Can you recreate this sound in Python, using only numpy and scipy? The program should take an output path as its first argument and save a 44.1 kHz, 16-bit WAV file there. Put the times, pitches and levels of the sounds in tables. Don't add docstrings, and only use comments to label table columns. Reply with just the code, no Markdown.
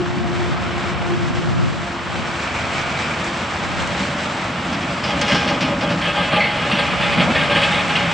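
import sys
import numpy as np
from scipy import signal
from scipy.fft import rfft, irfft, next_fast_len
from scipy.io import wavfile
from scipy.ndimage import uniform_filter1d, map_coordinates

SR = 44100
rng = np.random.default_rng(int(sys.argv[2]) if len(sys.argv) > 2 else 0)


def transcribe(u):
    v = np.clip(np.atleast_2d(u).T, -1, 1)
    q = np.round(v * 32767).astype(np.int16)
    wavfile.write(sys.argv[1], SR, q)


N = 358533
TIME = np.arange(N) / SR


def undb(db):
    return 10 ** (np.asarray(db) / 20)


def unit(x):
    return x / np.sqrt(np.mean(x ** 2) + 1e-18)


def curves(table):
    seconds, *columns = np.transpose(table)
    return [np.interp(TIME, seconds, column) for column in columns]


def ramp(start, length):
    return np.clip((TIME - start) / max(length, .001), 0, 1)


def response(points, size):
    hz, db = np.transpose(points)
    bin_hz = np.arange(size // 2 + 1) * SR / size
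    return undb(np.interp(np.log(bin_hz + 1), np.log(hz), db))


def colour(x, points):
    size = next_fast_len(N + SR // 10, real=True)
    return irfft(rfft(x, size) * unit(response(points, size)), size)[..., :N]


def walk(rate):
    steps = rng.standard_normal(4096)
    wander = np.interp(TIME * rate, np.arange(len(steps)), steps)
    return unit(uniform_filter1d(wander, SR // 200))


def contacts(rate, spread_db):
    hit = rng.random(N) < rate / SR
    sign = rng.choice([-1, 1], N)
    size = undb(spread_db * np.clip(rng.standard_normal(N), -2, 2))
    return unit(hit * sign * size)


def burst(start, rise, decay):
    age = np.clip(TIME - start, 0, 20 * decay)
    return np.minimum(age / rise, 1) * np.exp(-age / decay)


JOLT_RISE_S, JOLT_RELEASE_S = 0.00068, 0.017


def jolts(table):
    power = np.zeros(N)
    for start, db, length in table:
        tail = np.clip(TIME - start - length, 0, 20 * JOLT_RELEASE_S)
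        force = undb(db) * ramp(start, JOLT_RISE_S) * np.exp(-tail / JOLT_RELEASE_S)
        power += force ** 2
    return np.sqrt(power)


def ring(x, modes, rise_s=0.00076):
    t = TIME[:SR // 3]
    sound = np.zeros(len(t))
    for hz, width, db in modes:
        decay = np.exp(-np.pi * width * t)
        sound += undb(db) * np.sqrt(width) * decay * np.cos(2 * np.pi * hz * t)
    sound = sound * (1 - np.exp(-t / rise_s)) ** 2
    return signal.fftconvolve(x, sound / np.linalg.norm(sound))[:N]


def flex(x, bend=0.001):
    moment = np.arange(N) + bend * SR / 40 * walk(14)
    return map_coordinates(x, [moment], order=3, mode="nearest")


# frequency in Hz, relative level in dB per Hz.
EXHAUST_SPECTRUM = [(25, -48), (42, -20), (70, -2.5), (110, -1.5), (150, -2), (180, 3), (215, -2.5),
                    (260, -2), (330, -8.5), (420, -23.5), (800, -49), (6000, -71.5)]
CLATTER_SPECTRUM = [(150, -19), (400, -5), (620, 1.5), (900, 0.5), (1300, 1.5), (1900, -4.5), (2400, -8),
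                    (3200, -9.5), (4000, -15.5), (5500, -21.5), (9000, -75)]
RASP_SPECTRUM = [(1100, -30), (1700, -5), (2300, 13.5), (3000, -2), (4500, -30)]
EXHAUST_DB, CLATTER_DB = -32.5, -28.5
DRONE_DB, DRONE_PER_EFFORT = -46.5, 2.3
RASP_DB, RASP_PER_EFFORT = -43.5, 4.9
KNOCK_DEPTH = .35
BOOM_PER_FIRING = .22


def engine(effort_db, firing_hz, swung_away, uneven_db=3, knock_s=0.0053, throb=0.26,
           second_db=-4, third_db=-4, grille_db=-39):
    turns = np.cumsum(firing_hz * (1 + .008 * walk(14))) / SR
    firing = turns.astype(int)
    cylinders_db = np.array([-0.5, 2.0, -1.0, -4.5, 4.0, 1.5])
    chance_db = uneven_db * rng.standard_normal(2048)[firing]
    size = undb(cylinders_db[firing % len(cylinders_db)] + chance_db)
    knock = size * np.exp(-(turns % 1) / firing_hz / knock_s)
    lift = 1 + KNOCK_DEPTH * knock

    pulses = unit(np.diff(firing, prepend=0) * size)
    exhaust_noise = unit(lift * rng.standard_normal(N))
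    exhaust = colour(unit(throb * pulses + exhaust_noise), EXHAUST_SPECTRUM)
    exhaust = exhaust * undb(EXHAUST_DB + 1.1 * walk(4.2))

    drone = np.zeros(N)
    for harmonic, db in enumerate([0, second_db, third_db], 1):
        drone += undb(db + 0.76 * walk(12.0)) * np.sin(2 * np.pi * harmonic * turns)
    drone = unit(drone) * undb(DRONE_DB + DRONE_PER_EFFORT * effort_db)

    grille_gain = undb(grille_db + BOOM_PER_FIRING * (firing_hz - firing_hz[-1]))
    grille = swung_away * grille_gain * np.sqrt(2) * np.cos(4 * np.pi * turns)

    block = colour(unit(lift * contacts(14000, 3.6)), CLATTER_SPECTRUM) * undb(CLATTER_DB + effort_db)
    rasp = colour(unit(lift * contacts(9000, 2.6)), RASP_SPECTRUM)
    rasp = rasp * undb(RASP_DB + RASP_PER_EFFORT * effort_db)
    return exhaust + drone + grille + block + rasp


# time in seconds, centre pitch in Hz.
WHINE_GLIDE = [(0, 353), (.6, 350.5), (1.5, 349), (2.3, 346), (3.2, 339)]
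WHINE_DB, WHINE_LOSS_PER_EFFORT = -28.1, 0.35
TAKE_UP_S, TAKE_UP_LENGTH_S, TAKE_UP_DROP_DB, WHINE_FADE_DB_PER_S = 1.52, 0.05, 4.5, 1.9


def whine(effort_db, second_db=-6.5, waver=0.006, flutter_db=3.66, throb_hz=8.6):
    hz, = curves(WHINE_GLIDE)
    fade_db = TAKE_UP_DROP_DB * ramp(TAKE_UP_S, TAKE_UP_LENGTH_S) + WHINE_FADE_DB_PER_S * TIME
    phase = 2 * np.pi * np.cumsum(hz * (1 + waver * walk(45))) / SR
    throb_db = 2 * np.sin(2 * np.pi * np.cumsum(throb_hz * (1 + .12 * walk(4))) / SR)
    ragged = np.sin(phase) + .4 * walk(90) * np.cos(phase)
    fundamental = ragged * undb(throb_db + flutter_db * walk(23))
    octave = np.sin(2 * phase) * undb(second_db + flutter_db * walk(16))
    return unit(fundamental + octave) * undb(WHINE_DB - WHINE_LOSS_PER_EFFORT * effort_db - fade_db)


# time in seconds, relative level of its hiss in dB.
GRIT_SWELL = [(0.0, -50), (0.61, -47.5), (2.06, -47.5), (2.33, -44.5), (3.17, -42.5), (3.62, -43),
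              (3.98, -41.5), (4.55, -45.5), (5.0, -45.5), (6.41, -47), (7.7, -41.5), (8.13, -43)]
# start in seconds, level in dB, decay in seconds.
STONE_SNAPS = [(3.242, -33, 0.0099), (3.872, -31, .006), (5.2136, -22, 0.0042)]
# frequency in Hz, relative level in dB per Hz.
GRIT_SPECTRUM = [(500, 9), (2000, 10), (4000, 3), (5200, -1), (5900, 0), (6300, -4.5), (7100, -3),
                 (8300, -6.5), (9200, -25), (11000, -80.5)]
SNAP_SPECTRUM = [(800, -18), (2500, -4), (7000, 10), (11000, -12)]


def tyres(hiss_db=14, crunch_db=2, pebbles=0.11):
    grit_db, = curves(GRIT_SWELL)
    crunch = unit(contacts(6000, crunch_db) + pebbles * contacts(130, 2.3))
    hiss = colour(crunch, GRIT_SPECTRUM) * undb(grit_db + hiss_db + 1.43 * walk(25))
    snaps = sum(undb(db) * burst(start, 0.00039, decay) for start, db, decay in STONE_SNAPS)
    return hiss + colour(snaps * rng.standard_normal(N), SNAP_SPECTRUM)


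# start in seconds, relative level in dB, length in seconds.
BLADE_CLANKS = [(4.725, -21, 0.021), (4.815, -24, .02), (5.035, -18, 0.025), (5.075, -19, .045),
                (5.212, -12.5, 0.016), (5.246, -20.5, 0.059), (5.279, -14, 0.05), (5.318, -13.5, 0.015),
                (5.345, -11, 0.018), (5.368, -18.5, 0.05), (5.425, -22.5, .05), (5.476, -14, 0.027),
                (5.525, -23, 0.021), (5.606, -14, 0.028), (5.642, -24, 0.038), (5.808, -20, 0.031),
                (5.89, -21, 0.033), (5.922, -24, 0.012), (6.014, -17, .033), (6.055, -17, 0.013),
                (6.15, -18.5, 0.1), (6.322, -13.5, 0.049), (6.44, -16, 0.0094), (6.58, -31, .04),
                (6.712, -10, 0.0064), (6.742, -20, 0.052), (6.786, -9, 0.015), (7.0, -14.5, 0.043),
                (7.05, -22.5, 0.023), (7.12, -15, 0.017), (7.174, -12.5, 0.011), (7.198, -10.5, 0.021),
                (7.348, -11, 0.016), (7.38, -14, 0.064), (7.497, -13, 0.031), (7.55, -9.5, 0.028),
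                (7.59, -16, 0.03), (7.617, -9.5, 0.03), (7.652, -17.5, 0.033), (7.715, -14, 0.094),
                (7.893, -14.5, 0.013), (7.953, -13, 0.0097), (7.978, -23, 0.067)]
# middle in seconds, half length in seconds.
HANGING_FREE = [(5.578, 0.029), (5.775, 0.04), (5.96, 0.029), (7.278, 0.019), (7.493, 0.0054),
                (7.82, 0.045)]
# mode frequency in Hz, width in Hz, relative level in dB.
BLADE_RING = [(177, 16, -10), (500, 25, -8), (577, 15, 0), (625, 22, -9), (829, 11, -1), (1197, 18, -7.5),
              (1251, 16, -4.5), (1603, 13, -2.5), (1712, 25, -6), (1825, 20, -10), (2053, 14, -4),
              (2122, 24, -5), (2178, 24, -6.5), (2240, 30, -8), (2448, 20, -4), (2475, 20, -6),
              (2618, 20, -3.5), (2859, 24, -4), (2950, 40, -7), (3046, 36, -6), (3240, 40, -6),
              (3306, 45, -4), (3407, 18, -10), (3567, 22, -11), (3690, 25, -13), (4238, 20, -16),
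              (4450, 60, -18), (4570, 70, -13.5), (4860, 35, -18), (5280, 35, -18)]
# frequency in Hz, relative level in dB per Hz.
PLATE_SPECTRUM = [(200, -57), (430, 0), (600, 2.5), (1200, 3.5), (1900, 5.5), (3000, 7), (3450, 3.5),
                  (3900, -1), (4700, -8.5), (6000, -27.5), (8500, -19), (10500, -35)]
EDGE_SPECTRUM = [(1500, 9.5), (3000, -1), (5200, 11), (6300, 0.5), (7600, -7.5), (9000, -40), (11000, -31)]
RATTLE_DB, RATTLE_SWING_DB = -32, 5.5
EDGE_DB, EDGE_SWING_DB = -13.5, -32


def ploughs(shake_db, swung_away, ring_db=-3.0, plate_db=-4.0, clank_db=-6, crash_db=-3.0):
    clank = jolts(BLADE_CLANKS)
    free = [np.exp(-((TIME - middle) / half) ** 2) for middle, half in HANGING_FREE]
    touching = 1 - np.max(free, axis=0)
    rattle_db = RATTLE_DB + shake_db + RATTLE_SWING_DB * swung_away + 0.73 * walk(30)
    rattle = contacts(2200, 0.29) * touching * undb(rattle_db)
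    blows = contacts(3500, 0.86) * clank * undb(clank_db)
    ringing = undb(ring_db) * flex(ring(rattle + 0.84 * blows, BLADE_RING))
    plate = colour(undb(plate_db) * rattle + undb(crash_db) * blows, PLATE_SPECTRUM)
    edge = contacts(4400, 1.3) * clank * undb(EDGE_DB + EDGE_SWING_DB * swung_away)
    return ringing + plate + colour(edge, EDGE_SPECTRUM)


# frequency in Hz, relative level in dB per Hz.
WING_FORCE = [(300, -32), (480, 1), (600, 4), (830, -3), (1300, -27.5), (2500, -44.5)]
GROAN_DB, GROAN_SWING_DB = -35.5, -3


def wing(shake_db, swung_away):
    vibration = colour(rng.standard_normal(N), WING_FORCE)
    groan = flex(ring(vibration, BLADE_RING))
    return unit(groan) * undb(GROAN_DB + shake_db + GROAN_SWING_DB * swung_away)


# start in seconds, pitch in Hz, width in Hz, relative level in dB, decay in seconds.
HINGE_SQUEAKS = [(4.9, 4850, 400, -41, .08), (5.038, 4950, 340, -26, 0.026), (5.34, 5300, 400, -35, .1),
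                 (6.03, 2130, 160, -30, 0.081), (6.31, 2110, 110, -22.5, 0.03),
                 (6.401, 2140, 170, -12.5, 0.032), (6.438, 2150, 170, -22, .034),
                 (6.72, 2820, 200, -22, 0.052), (7.356, 1840, 140, -20, 0.038),
                 (7.952, 2900, 600, -17, .034)]
HINGE_TOP_HZ = 6040


def hinges(octave_db=-16, grip=0.48):
    squeaks, slips = np.zeros(N), contacts(9000, 0.72)
    for start, hz, width, db, decay in HINGE_SQUEAKS:
        for k, partial_db in enumerate([0, octave_db], 1):
            edges = [k * (hz - width / 2), k * (hz + width / 2)]
            band = signal.butter(2, edges, "bandpass", fs=SR, output="sos")
            tone = unit(signal.sosfilt(band, slips))
            power = uniform_filter1d(tone ** 2, size=64) + .01
            even_tone = unit(tone / power ** grip)
            squeaks += undb(db + partial_db) * burst(start, 0.0047, decay) * even_tone
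    return signal.sosfilt(signal.butter(6, HINGE_TOP_HZ, fs=SR, output="sos"), squeaks)


# start in seconds, relative level in dB, length of the shudder in seconds.
BODY_BUMPS = [(.16, -20, .14), (4.66, -20, .25), (5.315, -9.5, 0.02), (5.338, -9.5, .02),
              (5.482, -15, 0.033), (5.616, -11, .035), (5.693, -15, 0.028), (5.9, -12, 0.06),
              (6.331, -9, 0.005), (6.723, -12.5, 0.015), (7.174, -6.5, .025), (7.22, -12.5, 0.05),
              (7.275, -9.5, 0.05), (7.35, -17, .08), (7.52, -15, .01), (7.552, -8.5, 0.005),
              (7.625, -19, .02), (7.751, -20, 0.0045), (7.909, -19, 0.004)]
# mode frequency in Hz, width in Hz, relative level in dB.
BODY_RING = [(150, 36, -6.5), (180, 20, 1), (256, 34, -3), (318, 70, -12)]
# frequency in Hz, relative level in dB per Hz.
BODY_SPECTRUM = [(40, -33), (110, -5.5), (165, 8), (250, 7.5), (330, 1.5), (500, -29), (1200, -59),
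                 (5000, -68.5)]
DRUM_DB, DRUM_SWING_DB = -30.5, -7


def chassis(shake_db, swung_away, bump_db=18, shudder_db=-10):
    drumming = undb(DRUM_DB + shake_db + DRUM_SWING_DB * swung_away)
    shudder = undb(shudder_db) * jolts(BODY_BUMPS)
    body = colour(contacts(2000, 6.3) * np.hypot(drumming, shudder), BODY_SPECTRUM)
    bumps = np.zeros(N)
    for start, db, _ in BODY_BUMPS:
        bumps[int(start * SR)] = undb(db + bump_db)
    return body + ring(bumps, BODY_RING, rise_s=0.0047)


# mode frequency in Hz, width in Hz, relative level in dB.
FLOOR_MODE = [(178.3, 21.6, 0)]
BOOM_DB, BOOM_REFERENCE_HZ = -35.5, 66


def boom(shake_db, firing_hz):
    hum_of_floor = unit(ring(rng.standard_normal(N), FLOOR_MODE))
    return hum_of_floor * undb(BOOM_DB + shake_db + BOOM_PER_FIRING * (firing_hz - BOOM_REFERENCE_HZ))


# start in seconds, relative level in dB, length in seconds, share passed on to the blades in dB.
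FRAME_KNOCKS = [(5.078, -30, 0.02, 0), (5.342, -22, .015, -10), (5.445, -25, 0.025, 0),
                (5.51, -26, 0.058, -2), (5.655, -26, 0.046, -2), (5.715, -25.5, 0.011, 0),
                (5.82, -26, 0.047, -5), (5.904, -25.5, 0.017, -6), (6.072, -27, .025, -1),
                (6.162, -22, 0.014, 0), (6.198, -21, 0.0088, 0), (6.329, -19.5, 0.0078, 3),
                (6.362, -24, 0.03, 4), (6.797, -24.5, .006, -6), (7.174, -20, 0.045, -12),
                (7.24, -25, .025, -14), (7.274, -19.5, .012, -16), (7.294, -17.5, 0.008, -15),
                (7.357, -22, 0.0063, -12), (7.508, -22, 0.0071, -4)]
# frequency in Hz, relative level in dB per Hz.
FRAME_SPECTRUM = [(120, -23.5), (220, -6), (350, -4), (520, 1.5), (900, 0.5), (1300, -5.5), (3000, -31),
                  (9000, -68)]


def knocks(hollow_db=-1):
    chatter = contacts(5500, 5.6)
    on_frame = jolts([(start, db, length) for start, db, length, _ in FRAME_KNOCKS])
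    on_blades = jolts([(start, db + share_db, length) for start, db, length, share_db in FRAME_KNOCKS])
    hollow = undb(hollow_db) * colour(chatter * on_frame, FRAME_SPECTRUM)
    return hollow + ring(chatter * on_blades, BLADE_RING[:7])


# pitch in Hz, middle level in dB.
MACHINE_TONES = [(47, -58.5), (88.8, -45.5), (135.3, -42.5)]


def hum():
    tones = np.zeros(N)
    for hz, db in MACHINE_TONES:
        tones += np.sqrt(2) * undb(db + 1.9 * walk(3.3)) * np.sin(2 * np.pi * hz * TIME)
    return tones


# peak in seconds, level in dB, time to swell or sink in seconds.
WIND_GUSTS = [(.35, -22, 0.5), (1.2, -20.5, 0.21), (1.6, -16.5, 0.17), (2.17, -29, 0.14), (2.75, -41, 0.27),
              (3.78, -31.5, 0.15), (7.15, -32, 0.28), (7.85, -40, 0.46)]
# frequency in Hz, relative level in dB per Hz.
WIND_SPECTRUM = [(22, -42), (40, -12), (65, -7), (100, 8), (150, 8.5), (230, 1), (350, -6.5), (700, -24),
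                 (2000, -67.5)]
LULL_DB = -50


def breeze(common_db=-11, left_lean=0.082):
    strength = undb(LULL_DB)
    for peak, db, swell in WIND_GUSTS:
        strength = strength + undb(db) * np.exp(-((TIME - peak) / swell) ** 2)
    opposed, common = colour(rng.standard_normal((2, N)), WIND_SPECTRUM) * strength
    return opposed * np.array([[1 + left_lean], [left_lean - 1]]) + undb(common_db) * common


# frequency in Hz, relative level in dB.
SCATTER_SPECTRUM = [(60, -22), (150, -35), (300, -15), (550, -10), (2000, -10), (5000, -8.5), (9000, -13)]


def lot(x, echo_db, t60=0.031):
    t = TIME[:SR // 2]
    echoes = rng.standard_normal(len(t)) * undb(-60 * t / t60) * (t > .004)
    echoes = echoes / np.linalg.norm(echoes)
    size = next_fast_len(N + SR, real=True)
    spectrum = rfft(x, size) * rfft(echoes, size) * response(SCATTER_SPECTRUM, size)
    side = undb(echo_db) * irfft(spectrum, size)[:N]
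    return np.array([x + side, x - side])


START_M, CREEP_M_S = 41.5, 0.86


def nearness():
    return 20 * np.log10(START_M / np.maximum(START_M - CREEP_M_S * TIME, 1))


# time in seconds, firing rate in Hz, engine effort in dB.
DRIVER_FOOT = [(0, 69.6, -1), (.8, 68.8, 1.5), (1.75, 66.64, -1.5), (2.35, 77.5, 1.5), (3.0, 75.6, 2.5),
               (3.35, 77.3, 1), (4.4, 77.4, 0.5), (5.2, 71.8, 1), (5.95, 65.5, 0.5), (6.2, 64.3, 0.5),
               (7.1, 68.44, 2.5), (7.7, 79.5, 2.5), (8.13, 82, 2.2)]
# time in seconds, roughness in dB.
PAVING = [(0, -24.5), (3.4, -9), (4, -1.5), (4.6, -6), (4.98, -6), (5.12, 1), (5.5, 2.5), (8.13, 0)]
SWING_START_S, SWING_LENGTH_S = 5.99, 0.13
RUNNING_ECHO_DB, STEEL_ECHO_DB = 0, -13


def scene():
    firing_hz, effort_db = curves(DRIVER_FOOT)
    ground_db, = curves(PAVING)
    near_db, swung_away = nearness(), ramp(SWING_START_S, SWING_LENGTH_S)
    shake_db = ground_db + near_db
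    running = engine(effort_db, firing_hz, swung_away) * undb(near_db) + whine(effort_db) + tyres()
    blades = ploughs(shake_db, swung_away) + wing(shake_db, swung_away) + hinges()
    body = chassis(shake_db, swung_away) + boom(shake_db, firing_hz) + knocks()
    near_lot = lot(running + hum(), RUNNING_ECHO_DB - near_db)
    return near_lot + lot(blades + body, STEEL_ECHO_DB) + breeze()


TOP_HZ = 10000


def record(dry):
    bass_cut = signal.sosfilt(signal.butter(3, 36, "highpass", fs=SR, output="sos"), dry)
    rounded = np.tanh(.8 * bass_cut) / .8
    return signal.sosfilt(signal.ellip(8, .2, 70, TOP_HZ, fs=SR, output="sos"), rounded)


dry = scene()
out = record(dry)
transcribe(out)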